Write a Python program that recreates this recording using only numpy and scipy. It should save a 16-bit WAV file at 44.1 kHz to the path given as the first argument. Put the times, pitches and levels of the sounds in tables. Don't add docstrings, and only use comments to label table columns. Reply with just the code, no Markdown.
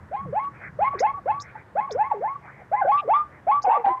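import sys
import numpy as np
from scipy import signal
from scipy.fft import rfft, irfft
from scipy.io import wavfile
from scipy.ndimage import uniform_filter1d, minimum_filter1d

SR = 44100
rng = np.random.default_rng(int(sys.argv[2]) if len(sys.argv) > 2 else 0)


def invert_db(x):
    u = np.asarray(x, float) / 20
    return 10 ** u


def int16_out(signal):
    q = np.round(np.clip(np.atleast_2d(signal).T, -1, 1) * 32767)
    wavfile.write(sys.argv[1], SR, q.astype(np.int16))


N = 176400


def curve(t, rows, col):
    rows = np.array(rows, float)
    return np.interp(t, rows[:, 0], rows[:, col])


def unit(x):
    return x / np.sqrt(np.mean(x ** 2))


def walk(rate_hz):
    k = int(SR / rate_hz)
    steps = np.repeat(rng.standard_normal(N // k + 1), k)
    return unit(uniform_filter1d(uniform_filter1d(steps, k), k)[:N])


def coloured(points, flicker_db, rate_hz):
    f = np.maximum(np.arange(N // 2 + 1) * SR / N, 1)
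    p = np.array(points, float)
    level_db = np.interp(np.log(f), np.log(p[:, 0]), p[:, 1], left=-90, right=-90)
    full = rfft(rng.standard_normal(N)) * invert_db(level_db)
    half_octave = 2 * np.log2(f)
    first, last = int(2 * np.log2(p[0, 0])), int(2 * np.log2(p[-1, 0])) + 1
    out = np.zeros(N)
    for centre in range(first, last + 1):
        band = irfft(full * np.clip(1 - abs(half_octave - centre), 0, 1), N)
        out += band * invert_db(flicker_db * walk(rate_hz))
    return unit(out)


def hump(t, start, length, edge):
    inside = np.minimum(t - start, start + length - t)
    return np.sin(np.pi / 2 * np.clip(inside / edge, 0, 1)) ** 2


# f/Hz, level/dB per Hz
WIND_SPECTRUM = [(15, -59.5), (25, -27), (75, -4.5), (124, 0.5), (162, -6), (209, -5), (242, -20.5),
                 (320, -14), (420, -31.5), (700, -120)]
# t/s, level/dB
GUST_LEVEL = [(0, -46.5), (.18, -53), (.26, -35.5), (.4, -48), (1.2, -47), (1.6, -52), (2.5, -53),
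              (3.3, -50), (4, -59)]


def wind(t):
    return coloured(WIND_SPECTRUM, 3.4, 14) * invert_db(curve(t, GUST_LEVEL, 1))


# f/Hz, level/dB per Hz
AIR_SPECTRUM = [(250, -14), (680, -16.5), (1850, -19.5), (2700, -36), (4000, -43.5), (7900, -48.5),
                (8400, -49), (15700, -59)]


def open_air():
    return invert_db(-54) * coloured(AIR_SPECTRUM, 1.0, 3.3)


def throat_flutter():
    shimmer_db, rasp_db, hoarse_db, broken_db = 1.2, -18.5, -12.5, 2.5
    wobble, grain = walk(120), walk(700)
    base = invert_db(shimmer_db * walk(90)) * (1 + invert_db(rasp_db) * grain)
    over = invert_db(2.5 * walk(120)) * (1 + .3 * walk(900))
    clean = (wobble, base, over)
    broken = (3 * wobble, base * invert_db(broken_db * walk(110)), over)
    harsh = (1.78 * wobble, base + invert_db(hoarse_db) * grain, over)
    thin = (wobble / 2, base, over)
    return clean, broken, harsh, thin


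# f/Hz, level/dB
THROAT_GAIN = [(420, -0.5), (520, -4.5), (650, -7), (780, -2), (850, -2), (960, -2.5), (1040, -1.5)]
# f/Hz, level/dB
MOUTH_GAIN = [(1100, -19), (1500, -14.5), (1800, -23), (2100, -11.5), (2350, -23.5), (2600, -18),
              (3050, -32), (3450, -32.5)]
# t/s, length/s, octave level/dB, higher overtones level/dB
MOUTH_OPENINGS = [(0.102, .18, -2, 6), (.32, .19, -0.5, 4), (0.784, .17, 0.5, 3.5), (0.996, .19, 1, 3),
                  (1.25, .18, 1, 3), (1.744, .16, 2.5, 2), (1.947, .2, 2.5, 1.5), (2.19, .2, -2.5, -10.5),
                  (2.737, .11, 9.5, -11), (2.86, .17, -8, 3), (3.067, .18, -5, 3.5), (3.46, .16, -6.5, 1.5),
                  (3.637, .06, -10.5, -6), (3.682, .1, -5, 3), (3.833, .17, -6, 0.5)]


def note(t, start, length, hz, db, over_db, rough):
    jitter, fade_s, release_s = .005, 0.0043, 0.012
    order_db, effort_share = -5.5, 1.8
    mouth_top_hz, mouth_roll_db_per_khz = 4120, -30
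    wobble, base_gain, over_gain = rough
    s = slice(int(start * SR), min(int((start + length + release_s) * SR), N))
    u = t[s] - start
    f = hz(u) * (1 + jitter * wobble[s])
    phase = 2 * np.pi * np.cumsum(f) / SR
    mouth = np.array(MOUTH_GAIN, float)
    octave_db, high_db = sum(np.outer(d, hump(t[s], a, n, .01)) for a, n, *d in MOUTH_OPENINGS)
    effort_db = order_db + effort_share * curve(f, THROAT_GAIN, 1)
    over = np.zeros(len(u))
    for k in range(2, 6):
        level_db = octave_db if k == 2 else high_db
        level_db = level_db + np.interp(np.log(k * f), np.log(mouth[:, 0]), mouth[:, 1])
        level_db = level_db + effort_db * (k - 2)
        level_db = level_db + mouth_roll_db_per_khz * np.maximum(k * f - mouth_top_hz, 0) / 1e3
        flicker = np.roll(over_gain, k * SR // 3)[s]
        over += invert_db(level_db) * flicker * np.sin(k * phase + k)
    attack = hump(u, 0, 1, 2 * fade_s)
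    release = hump(u, -1, 1 + length + release_s / 2, release_s)
    out = np.zeros(N)
    voice = np.sin(phase) + invert_db(over_db(u)) * over
    out[s] = np.sqrt(2) * invert_db(db(u)) * attack * release * base_gain[s] * voice
    return out


def traced_notes(t, tracks, over_db, rough):
    out = np.zeros(N)
    for rows in tracks:
        s = rows[0][0]
        hz = lambda u: uniform_filter1d(curve(u + s, rows, 1), size=200)
        db = lambda u: curve(u + s, rows, 2)
        out += note(t, s, rows[-1][0] - s, hz, db, lambda u: over_db, rough)
    return out


# t/s, length/s, from f/Hz, to f/Hz, level/dB
CHEST_SWOOPS = [(0.11, 0.05, 520, 823, -27.5), (0.323, 0.069, 479, 864, -23.5),
                (0.786, 0.053, 520, 837.5, -18), (1.002, 0.065, 441.5, 865.6, -16.5),
                (1.255, 0.064, 470.6, 874, -21.5), (1.75, 0.05, 492, 853, -22),
                (1.944, 0.09, 424, 870, -22), (2.204, 0.074, 423.3, 885, -23.5),
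                (2.713, 0.043, 568, 850, -18), (2.863, 0.053, 562, 842.5, -17),
                (3.075, 0.06, 473.4, 893, -15.5), (3.466, 0.047, 597, 860, -16)]


def chest_barks(t, rough):
    rise_bend, rise_share = 1.35, .85
    out = np.zeros(N)
    for s, n, a, b, level in CHEST_SWOOPS:
        rise = lambda u: np.sin(np.pi / 2 * np.clip(u / n / rise_share, 0, 1)) ** rise_bend
        hz = lambda u: a + (b - a) * rise(u)
        db = lambda u: level + curve(hz(u), THROAT_GAIN, 1)
        out += note(t, s, n, hz, db, lambda u: -6.0 * (1 - u / n), rough)
    return out


# f/Hz, width/Hz, level/dB
CAVITIES = [(850, 140, -3.5), (520, 68, -15.5)]


def throat_cavities(voice):
    return sum(invert_db(db) * signal.lfilter(*signal.iirpeak(hz, hz / w, SR), voice) for hz, w, db in CAVITIES)


# f/Hz, level/dB per Hz
NASAL_SPECTRUM = [(400, -11.5), (800, -2), (1200, -6), (1500, -3), (2100, 0.5), (2480, -9), (2680, -31.5),
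                  (4000, -42)]
# f/Hz, level/dB per Hz
HISS_SPECTRUM = [(2300, -8), (2700, 6.5), (3200, 1.5), (3900, -7.5), (4600, -14), (5200, -31)]


def breath_leak(voice):
    breath_db, hiss_db, flicker_db = -28.5, -44, 5
    leak = invert_db(breath_db) * coloured(NASAL_SPECTRUM, flicker_db, 40)
    leak = leak + invert_db(hiss_db) * coloured(HISS_SPECTRUM, flicker_db, 64)
    return uniform_filter1d(abs(voice), size=400) * leak


def shore(x):
    echo_db, echo_start_s, echo_t60_s, echo_density = -13.5, 0.011, 0.2, .01
    slap_s, slap_db, slap_low_hz = .052, -23, 1000
    u = np.arange(SR // 2) / SR
    chance = rng.random((2, len(u)))
    taps = (chance[0] < echo_density) * (chance[1] - .5)
    taps = taps * invert_db(-60 * u / echo_t60_s) * np.clip(u / echo_start_s, 0, 1) ** 2
    taps = taps / np.sqrt(np.sum(taps ** 2))
    highpass = signal.butter(4, slap_low_hz, "high", fs=SR, output="sos")
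    bank = invert_db(slap_db) * np.roll(signal.sosfilt(highpass, x), int(slap_s * SR))
    return x + bank + invert_db(echo_db) * signal.fftconvolve(x, taps)[:N]


# t/s, length/s, level/dB
TOOTH_PUFFS = [
    (0.129, 0.054, -61),
    (0.424, 0.04, -60.5),
    (.81, 0.1, -58.5),
    (1.776, .04, -70),
    (3.68, 0.059, -53.5),
    (3.845, .055, -51.5),
]


def tooth_puffs(t):
    level = sum(invert_db(db) * hump(t, s, n, .3 * n) for s, n, db in TOOTH_PUFFS)
    return coloured(HISS_SPECTRUM, 4.2, 90) * level


# t/s, length/s, top f/Hz, first level/dB, last level/dB
WHISTLE_NOTES = [(0.16, 0.1, 1124, -30, -35.5), (0.387, 0.106, 1134, -28, -29.5),
                 (0.838, 0.12, 1124, -20.5, -30.5), (1.063, 0.13, 1132, -24.5, -34.5),
                 (1.312, 0.11, 1143, -28, -38.5), (1.801, 0.092, 1121, -25, -36.5),
                 (2.033, 0.12, 1122, -28.5, -36), (2.272, 0.099, 1124, -22.5, -37.5),
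                 (2.75, 0.059, 1058, -34, -21.5), (2.915, 0.093, 1179, -14, -21),
                 (3.133, 0.1, 1217, -10.5, -29.5), (3.511, 0.089, 1174, -12, -26),
                 (3.721, 0.056, 1181, -18, -17), (3.879, 0.076, 1044, -20, -29),
                 (3.95, 0.034, 1070, -52, -29.5)]


def whistles(t, rough):
    break_share, settle_s, dull_s = .87, .022, 0.037
    out = np.zeros(N)
    for s, n, top, a, b in WHISTLE_NOTES:
        hz = lambda u: top * (1 - (1 - break_share) * np.exp(-u / settle_s))
        db = lambda u: a + (b - a) * u / n + curve(hz(u), THROAT_GAIN, 1)
        out += note(t, s, n, hz, db, lambda u: 4.0 - 10 * u / dull_s, rough)
    return out


# t/s, f/Hz, level/dB
INHALE_TRACKS = [
    [(.245, 936, -52.5), (.265, 540, -41.5), (.32, 387, -41)],
    [(.928, 880, -37), (.945, 520, -33.5), (.962, 369, -33.5), (.995, 427, -40.5)],
    [(1.165, 846, -52.5), (1.185, 765, -45.5), (1.205, 600, -49.5)],
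    [(1.882, 1085, -45), (1.92, 430.4, -33.5), (1.94, 418, -31)],
    [(2.098, 1110, -43.5), (2.118, 879, -25), (2.15, 422.3, -35.5), (2.203, 387, -37)],
    [(2.802, 959.4, -36.5), (2.822, 784, -12), (2.838, 630, -38), (2.853, 529, -23.5), (2.863, 566, -29)],
    [(3.012, 902, -39), (3.055, 421.5, -41), (3.078, 485, -30.5)],
    [(3.738, 929, -11.5), (3.76, 685, -26.5), (3.78, 483, -28.5), (3.83, 463.5, -43)],
    [(3.86, 403, -49), (3.88, 374.5, -37.5), (3.925, 341, -41.5)],
    [(1.548, 790, -44), (1.558, 892, -41.5), (1.6, 813, -63)],
]


def inhale_falls(t, rough):
    return traced_notes(t, INHALE_TRACKS, -8.5, rough)


# middle t/s, length/s, level/dB
BREATH_SWELLS = [(0.461, 0.058, 1.5), (0.492, 0.026, -5.5), (0.863, .025, -1.5), (0.882, 0.032, 5),
                 (0.897, 0.029, -11.5), (1.127, 0.029, -14.5), (1.149, 0.056, 3.5), (1.176, 0.018, -1.5),
                 (1.383, 0.019, 6), (1.762, 0.011, 3.5), (1.8, 0.0093, 7), (1.869, 0.024, -11),
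                 (1.88, 0.016, 6), (1.954, 0.028, -3), (1.962, 0.02, 4), (2.015, 0.024, 9),
                 (2.093, 0.022, -15.5), (2.211, 0.012, -2), (2.228, 0.011, 6), (2.275, 0.014, 3),
                 (2.345, .022, -3.5), (2.361, 0.019, 8.5), (2.808, .012, -4.5), (2.881, 0.01, 2.5),
                 (2.898, 0.026, 5.5), (3.086, 0.0052, -10.5), (3.162, .012, -1), (3.19, 0.013, -1.5),
                 (3.206, 0.024, 3), (3.65, .022, 0), (3.663, 0.017, -6), (3.697, 0.032, 10.5),
                 (3.728, 0.012, -7.5), (3.889, .022, 2.5)]


def breath_swells(t):
    return invert_db(sum(db * hump(t, s - n / 2, n, n / 2) for s, n, db in BREATH_SWELLS))


# t/s, length/s, level/dB
GASP_EVENTS = [
    (0.503, 0.22, -44.5),
    (0.932, 0.084, -46),
    (1.413, 0.24, -47.5),
    (1.874, 0.099, -49),
    (2.079, 0.099, -50.5),
    (2.38, 0.29, -46.5),
    (3.25, 0.17, -47),
    (3.631, 0.21, -38),
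    (3.847, 0.056, -36.5),
]


def gasps(t):
    level = sum(invert_db(db) * hump(t, s, n, 0.28 * n) for s, n, db in GASP_EVENTS)
    return coloured(NASAL_SPECTRUM, 6.7, 29.48) * level


# t/s, length/s, level/dB, start f/Hz, zigzag rate/Hz
BIRD_TRILLS = [
    (0.985, 0.028, -41, 4480, 80),
    (1.394, .034, -45.5, 4395, 96),
    (1.903, 0.03, -43, 4056, 82),
    (3.614, 0.03, -50, 4375, 110),
]


def bird(t):
    depth_hz, climb_hz_per_s, drift_hz = 1320, 92000, 250
    trough_db, octave_db, grain_db = 6, -33, 4
    echo_db, echo_t60_s = -5, .06
    out, drift = np.zeros(N), walk(400)
    for s, n, db, start_hz, rate_hz in BIRD_TRILLS:
        u = t - s
        swing = np.cos(2 * np.pi * rate_hz * (u - .0015))
        f = start_hz + climb_hz_per_s * np.clip(u, 0, n) + depth_hz * swing + drift_hz * drift
        phase = 2 * np.pi * np.cumsum(f) / SR
        tone = np.sin(phase) + invert_db(octave_db) * np.sin(2 * phase)
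        out += invert_db(db - trough_db * swing) * hump(t, s, n, 0.0091) * tone
    out = out * invert_db(grain_db * walk(600))
    u = np.arange(SR // 8) / SR
    leaves = rng.standard_normal(len(u)) * invert_db(-60 * u / echo_t60_s)
    leaves = leaves / np.sqrt(np.sum(leaves ** 2))
    return out + invert_db(echo_db) * signal.fftconvolve(out, leaves)[:N]


# t/s, f/Hz, level/dB
WHINE_TRACKS = [
    [(2.91, 5030, -74), (2.95, 5110, -69), (3.01, 5130, -72)],
    [(3.135, 5040, -75), (3.2, 5130, -72)],
]


def nasal_whines(t, rough):
    return traced_notes(t, WHINE_TRACKS, 0, rough)


# f/Hz, level/dB per Hz
SNORT_SPECTRUM = [(2300, 0), (2600, 6.5), (3000, -8.5), (3800, -11), (4300, -32.5)]


def snort(t):
    start_s, length_s, level_db = 2.968, 0.05, -38.5
    return invert_db(level_db) * hump(t, start_s, length_s, 0.017) * coloured(SNORT_SPECTRUM, 1.7, 53)


# t/s, f/Hz, level/dB
HOARSE_TRACKS = [
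    [(3.638, 693, -29.5), (3.655, 850, -22.5), (3.672, 724.3, -12), (3.696, 761, -18), (3.73, 961, -6.5)],
    [(3.836, 734, -40.5), (3.848, 850, -18), (3.858, 779.4, -28.5), (3.876, 786, -8), (3.905, 808, -35.5)],
    [(3.685, 811, -28.5), (3.705, 935, -14), (3.73, 1034, -18.5)],
    [(3.66, 520, -54), (3.68, 496, -19.5), (3.7, 517, -38)],
    [(3.852, 261, -49), (3.862, 244, -35.5), (3.875, 240, -52.5)],
]


def second_zebra(t, rough):
    return traced_notes(t, HOARSE_TRACKS, 0, rough)


def zebras(t):
    clean, broken, harsh, thin = throat_flutter()
    voice = chest_barks(t, clean) + whistles(t, clean) + inhale_falls(t, broken)
    voice = voice + nasal_whines(t, thin) + second_zebra(t, harsh)
    voice = voice * breath_swells(t)
    return voice + breath_leak(voice) + throat_cavities(voice)


def scene():
    t = np.arange(N) / SR
    breath = tooth_puffs(t) + gasps(t) + snort(t)
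    return (wind(t) + open_air() + shore(zebras(t)) + breath + bird(t))[None]


def top_cut(x):
    return signal.sosfilt(signal.butter(12, 15740, fs=SR, output="sos"), x)


def record(dry):
    limit, ratio, window_s = .23, 5, .004
    k = int(window_s * SR)
    peak = uniform_filter1d(-minimum_filter1d(-abs(dry), k), k)
    gain = np.minimum(1, limit / np.maximum(peak, 1e-9)) ** (1 - 1 / ratio)
    return top_cut(dry * gain)


dry = scene()
out = record(dry)
int16_out(out)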